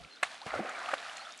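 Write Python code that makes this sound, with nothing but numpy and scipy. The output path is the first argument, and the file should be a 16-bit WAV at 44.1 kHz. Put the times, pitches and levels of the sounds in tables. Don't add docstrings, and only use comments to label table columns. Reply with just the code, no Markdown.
import sys
import numpy as np
from scipy.fft import rfft, irfft, next_fast_len
from scipy.io import wavfile
from scipy.ndimage import map_coordinates

SR = 44100
rng = np.random.default_rng(int(sys.argv[2]) if len(sys.argv) > 2 else 0)


def put_to_file(sound):
    columns = np.atleast_2d(sound).T
    safe = np.clip(columns, -1, 1)
    whole_steps = np.round(safe * 32767)
    wavfile.write(sys.argv[1], SR, whole_steps.astype(np.int16))


N = 61739


def amp(db):
    return 10 ** (np.asarray(db) / 20)


def unit(x):
    return x / np.sqrt(np.mean(x ** 2) + 1e-20)


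def since(start_s):
    return np.maximum(np.arange(N) / SR - start_s, 0)


def curves(rows):
    times, *columns = np.transpose(rows)
    return [np.interp(np.arange(N) / SR, times, column) for column in columns]


def filtered(x, response):
    size = next_fast_len(N + SR // 2)
    return irfft(rfft(x, size) * response(np.fft.rfftfreq(size, 1 / SR)), size)[..., :N]


def coloured(x, colour):
    freq_hz, gain_db = np.transpose(colour)
    return unit(filtered(x, lambda hz: amp(np.interp(np.log(hz + 1), np.log(freq_hz), gain_db))))


def noise(colour):
    return coloured(rng.standard_normal(N), colour)


def fade(t, t60):
    return np.exp(-np.log(1000) * t / t60)


def burst(start_s, rise_s, t60):
    t = since(start_s)
    return (1 - np.exp(-t / rise_s)) * fade(t, t60)


def push(centre_s, hz, cycles):
    turns = (since(0) - centre_s) * hz
    return np.exp(-(turns / cycles) ** 2) * np.sin(2 * np.pi * turns)


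def glide(rows, edge_s, blur_rad=0):
    hz, db = curves(rows)
    gate = np.clip(np.minimum(since(rows[0][0]), rows[-1][0] - since(0)) / edge_s, 0, 1)
    return gate * amp(db) * np.sin(2 * np.pi * np.cumsum(hz) / SR + blur_rad)


def shower(per_s, low_hz, high_hz, cycles, spread_db, chirp=.12):
    when, pitch, size, polarity = np.hsplit(rng.random((int(per_s * N / SR), 4)), 4)
    hz = low_hz * (high_hz / low_hz) ** pitch
    t, t60 = np.arange(SR // 40) / SR, cycles / hz
    gain = amp(-spread_db * np.log(np.maximum(size, .02))) * np.sign(polarity - .5)
    rings = gain * fade(t, t60) * np.sin(2 * np.pi * hz * t * (1 + chirp * t / t60))
    index = (when * N).astype(int) + np.arange(len(t))
    return unit(np.bincount(index.ravel(), rings.ravel(), N)[:N])


def panned(x, left_db):
    return x * amp([[left_db / 2], [-left_db / 2]])


# freq_hz, gain_db
AIR_COLOUR = [(20, -27), (70, -17), (130, -7), (240, 7), (700, -0.5), (3000, -3), (5000, -16.5),
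              (11000, -28)]
def air(level_db=-64):
    return amp(level_db) * np.array([noise(AIR_COLOUR) for port in "LR"])


# freq_hz, gain_db
BUBBLING_COLOUR = [(40, -45), (440, -20), (580, -6), (700, 2), (930, -3), (1300, 5.5), (1700, 5.5),
                   (2300, 0.5), (3200, -11.5), (4500, -9), (8000, -50)]
FIZZ_COLOUR = [(1200, -12.5), (2500, 0.5), (4100, 0), (5000, -3.5), (10000, -11), (11500, -24)]
CHURN_COLOUR = [(40, -20), (130, -11), (220, 6), (400, 8.5), (550, 12.5), (900, -26.5)]
# time_s, level_db, relative_fizz_db, relative_churn_db
SPRAY_LEVELS = [(0, -61.5, 2, -7.5), (.225, -60.5, -0.5, -10.5), (.245, -43.5, -1, -29),
                (.29, -52.5, 0.5, -25), (.34, -48.5, -1, -28), (.40, -57, -1, -37),
                (.455, -52.5, -2.5, -12), (.475, -41.5, -7, -8), (.51, -42, -13, -25), (.55, -40, -8, -7.5),
                (.62, -43.5, -11.5, -5.5), (.69, -40, -12, -11.5), (.74, -43.5, -8.5, -17),
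                (.87, -41, -8.5, -21.5), (.925, -40, -8.5, -27), (.965, -46, -5, -13),
                (1.09, -45.5, -4, -26), (1.17, -49.5, -1, -43), (1.3, -51, -3.5, -27),
                (1.36, -59, 3.5, -28)]
def spray():
    level_db, fizz_db, churn_db = curves(SPRAY_LEVELS)
    bubbles = shower(per_s=2200, low_hz=448.6, high_hz=3466, cycles=21.1, spread_db=2)
    drops = shower(per_s=1600, low_hz=1960, high_hz=11100, cycles=5, spread_db=4)
    bubbling = unit(coloured(bubbles, BUBBLING_COLOUR) + amp(-7) * noise(BUBBLING_COLOUR))
    fizz = unit(coloured(drops, FIZZ_COLOUR) + amp(-2) * noise(FIZZ_COLOUR))
    return amp(level_db) * (bubbling + amp(fizz_db) * fizz + amp(churn_db) * noise(CHURN_COLOUR))


# start_s, pitch_hz, level_db, t60_s
LARGE_BUBBLES = [(.001, 687, -46, 0.091), (.037, 1327, -45, 0.051), (.172, 1450, -45, 0.033),
                 (.533, 760, -27, 0.027), (.539, 654, -16, 0.019), (.538, 1413, -28, 0.042),
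                 (.549, 1295, -27.5, 0.033), (.554, 560, -27.5, 0.051), (.574, 1458, -31, 0.047),
                 (.592, 338, -31, 0.096), (.596, 732, -25, 0.042), (.602, 207, -30.5, 0.079),
                 (.627, 604, -33.5, 0.064), (.649, 540, -27.5, 0.032), (.66, 730, -35, 0.091),
                 (.689, 1220, -35, 0.073), (.749, 2240, -31.5, 0.035), (.886, 1208, -23.5, 0.035),
                 (.935, 530, -20, 0.022), (.9355, 763, -24, 0.031), (.9365, 1117, -23.5, 0.02),
                 (0.9361, 1446, -20.5, 0.021), (1.078, 632, -41.5, 0.037), (1.195, 1290, -35.5, 0.031),
                 (1.225, 778, -36.5, 0.041), (1.269, 1340, -32, 0.03), (1.289, 1270, -33.5, 0.028)]
def plunks(rise_s=0.0015, climb_octaves=.2):
    out = np.zeros(N)
    for start_s, hz, db, t60 in LARGE_BUBBLES:
        t = since(start_s)
        pitch_hz = hz * 2 ** (climb_octaves * np.minimum(t / t60, 1)) * (t > 0)
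        out += amp(db) * burst(start_s, rise_s, t60) * np.sin(2 * np.pi * np.cumsum(pitch_hz) / SR)
    return out


# start_s, level_db
WIND_PUFFS = [(.006, -41), (0.045, -52.5)]
# freq_hz, gain_db
WIND_COLOUR = [(20, -8), (60, -12), (140, -8), (400, -50)]
def wind(rise_s=0.0036, t60_s=0.083, own_gain=0.71):
    gust = sum(amp(db) * burst(start_s, rise_s, t60_s) for start_s, db in WIND_PUFFS)
    shared = noise(WIND_COLOUR)
    return gust * np.array([unit(shared + own_gain * noise(WIND_COLOUR)) for port in "LR"])


# time_s, push_db,
# push_hz, spatter_db, spatter_left_db
THUMPS = [(0.01, -45, 122, -71, 5), (.464, -31, 650, -35.5, -1), (0.468, -41, 133, -58, 0),
          (0.479, -31.5, 770, -39.5, 2), (.540, -39.5, 323, -53, 0), (.594, -24.5, 445, -43, -2),
          (.888, -34, 1500, -36.5, 1.5), (0.9156, -24.5, 1350, -34, -2.5),
          (0.9355, -23.5, 544, -32, -5), (0.939, -18.5, 1290, -30.5, -5)]
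# freq_hz, gain_db
SPATTER_COLOUR = [(60, -40), (300, -4), (950, 0.5), (2900, 5), (4000, -14), (10000, -15.5), (11500, -27)]
def thumps(push_cycles=0.59, rise_s=0.00069, t60_s=0.028):
    out, spatter = np.zeros((2, N)), noise(SPATTER_COLOUR)
    for time_s, push_db, push_hz, spatter_db, left_db in THUMPS:
        out += amp(push_db) * push(time_s, push_hz, push_cycles)
        out += panned(amp(spatter_db) * burst(time_s, rise_s, t60_s) * spatter, left_db)
    return out


# start_s, level_db, pitch_hz
NEAR_DROPS = [(0.036, -45, 4150), (0.047, -40, 2530), (.159, -46.5, 4250), (0.4161, -38.5, 3830),
              (.506, -32.5, 2030), (0.694, -44, 7200), (.790, -49, 7400), (0.8595, -32.5, 2630),
              (0.981, -39.5, 3580), (1.0954, -37.5, 2920), (1.170, -39.5, 6900), (1.322, -42, 5370),
              (1.376, -44.5, 7830), (1.390, -44.5, 5830)]
def near_drops(rise_s=0.0002, t60_s=0.017, half_width_octaves=0.22):
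    out = np.zeros(N)
    for start_s, db, pitch_hz in NEAR_DROPS:
        white = rng.standard_normal(N)
        crack = filtered(white, lambda hz: 1 / (1 + (np.log2((hz + 1) / pitch_hz) / half_width_octaves) ** 2))
        out += amp(db) * burst(start_s, rise_s, t60_s) * unit(crack)
    return out


# time_s, pitch_hz, level_db
BIRD_NOTES = [
    [(.098, 4180, -64), (.115, 4240, -56.5), (.155, 4100, -56)],
    [(.16, 3460, -58), (.2, 4000, -59)],
    [(1.16, 4150, -58), (1.205, 4200, -51), (1.232, 4480, -51), (1.243, 5180, -58), (1.265, 6000, -66)],
    [(1.245, 3350, -52), (1.266, 3560, -52.5)],
    [(1.303, 3600, -56), (1.37, 3780, -64)],
]
def bird(flutter_per_s=250, flutter_db=3.5, blur_rad=.8):
    position = since(0) * flutter_per_s
    knots = rng.standard_normal((2, int(position[-1]) + 4))
    flutter, blur = (map_coordinates(row, [position]) for row in knots)
    whistles = sum(glide(note, edge_s=0.001, blur_rad=blur_rad * blur) for note in BIRD_NOTES)
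    return amp(flutter_db * flutter) * whistles


# freq_hz, gain_db
CRACK_COLOUR = [(60, -48), (200, -24), (560, -18.5), (700, 7.5), (950, -12.5), (1200, -1.5), (2400, -0.5),
                (3200, -13.5), (4200, -12), (4900, -24.5), (8500, -18.5), (11500, -33.5)]
def tail_slap(start_s=.2283, attack_s=0.0024, hold_s=0.0063, crack_db=-23, blow_db=-16.5):
    t = since(start_s)
    decay = fade(since(start_s + hold_s), t60=0.026) + amp(-25.5) * fade(t, t60=0.16)
    crack = amp(crack_db) * np.minimum(t / attack_s, 1) * decay * noise(CRACK_COLOUR)
    blow = amp(blow_db) * push(centre_s=.2326, hz=1400, cycles=0.93)
    return crack + blow


# pitch_hz, level_db, t60_s
POCKET_MODES = [(726, -15.5, 0.029), (1175, -17.5, 0.028), (1590, -22, 0.02), (2090, -22, 0.022),
                (2320, -30, 0.016)]
def air_pocket(start_s=.2295, swell_s=0.0019, low_cut_hz=550):
    t = since(start_s)
    ring = sum(amp(db) * fade(t, t60) * np.sin(2 * np.pi * hz * t) for hz, db, t60 in POCKET_MODES)
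    swell = (1 - np.exp(-t / swell_s)) ** 2
    return filtered(swell * ring, lambda hz: 1 - 1 / (1 + (hz / low_cut_hz) ** 14))


# time_s, pitch_hz, level_db
HOLLOWS = [
    [(.412, 740, -41), (.422, 842, -44.5), (.447, 1290, -55)],
    [(.47, 40.7, -64), (.54, 54.7, -57), (.58, 113.3, -50), (.6, 163, -53)],
]
def gulps():
    return sum(glide(hollow, edge_s=0.0066) for hollow in HOLLOWS)


def scene():
    centre = spray() + plunks() + near_drops() + bird() + tail_slap() + air_pocket() + gulps()
    return air() + wind() + thumps() + panned(centre, left_db=-0.5)


def record(dry, low_cut_hz=53, top_hz=11750):
    return filtered(dry, lambda hz: (1 - np.exp(-(hz / low_cut_hz) ** 4)) * (hz < top_hz))


dry = scene()
out = record(dry)
put_to_file(out)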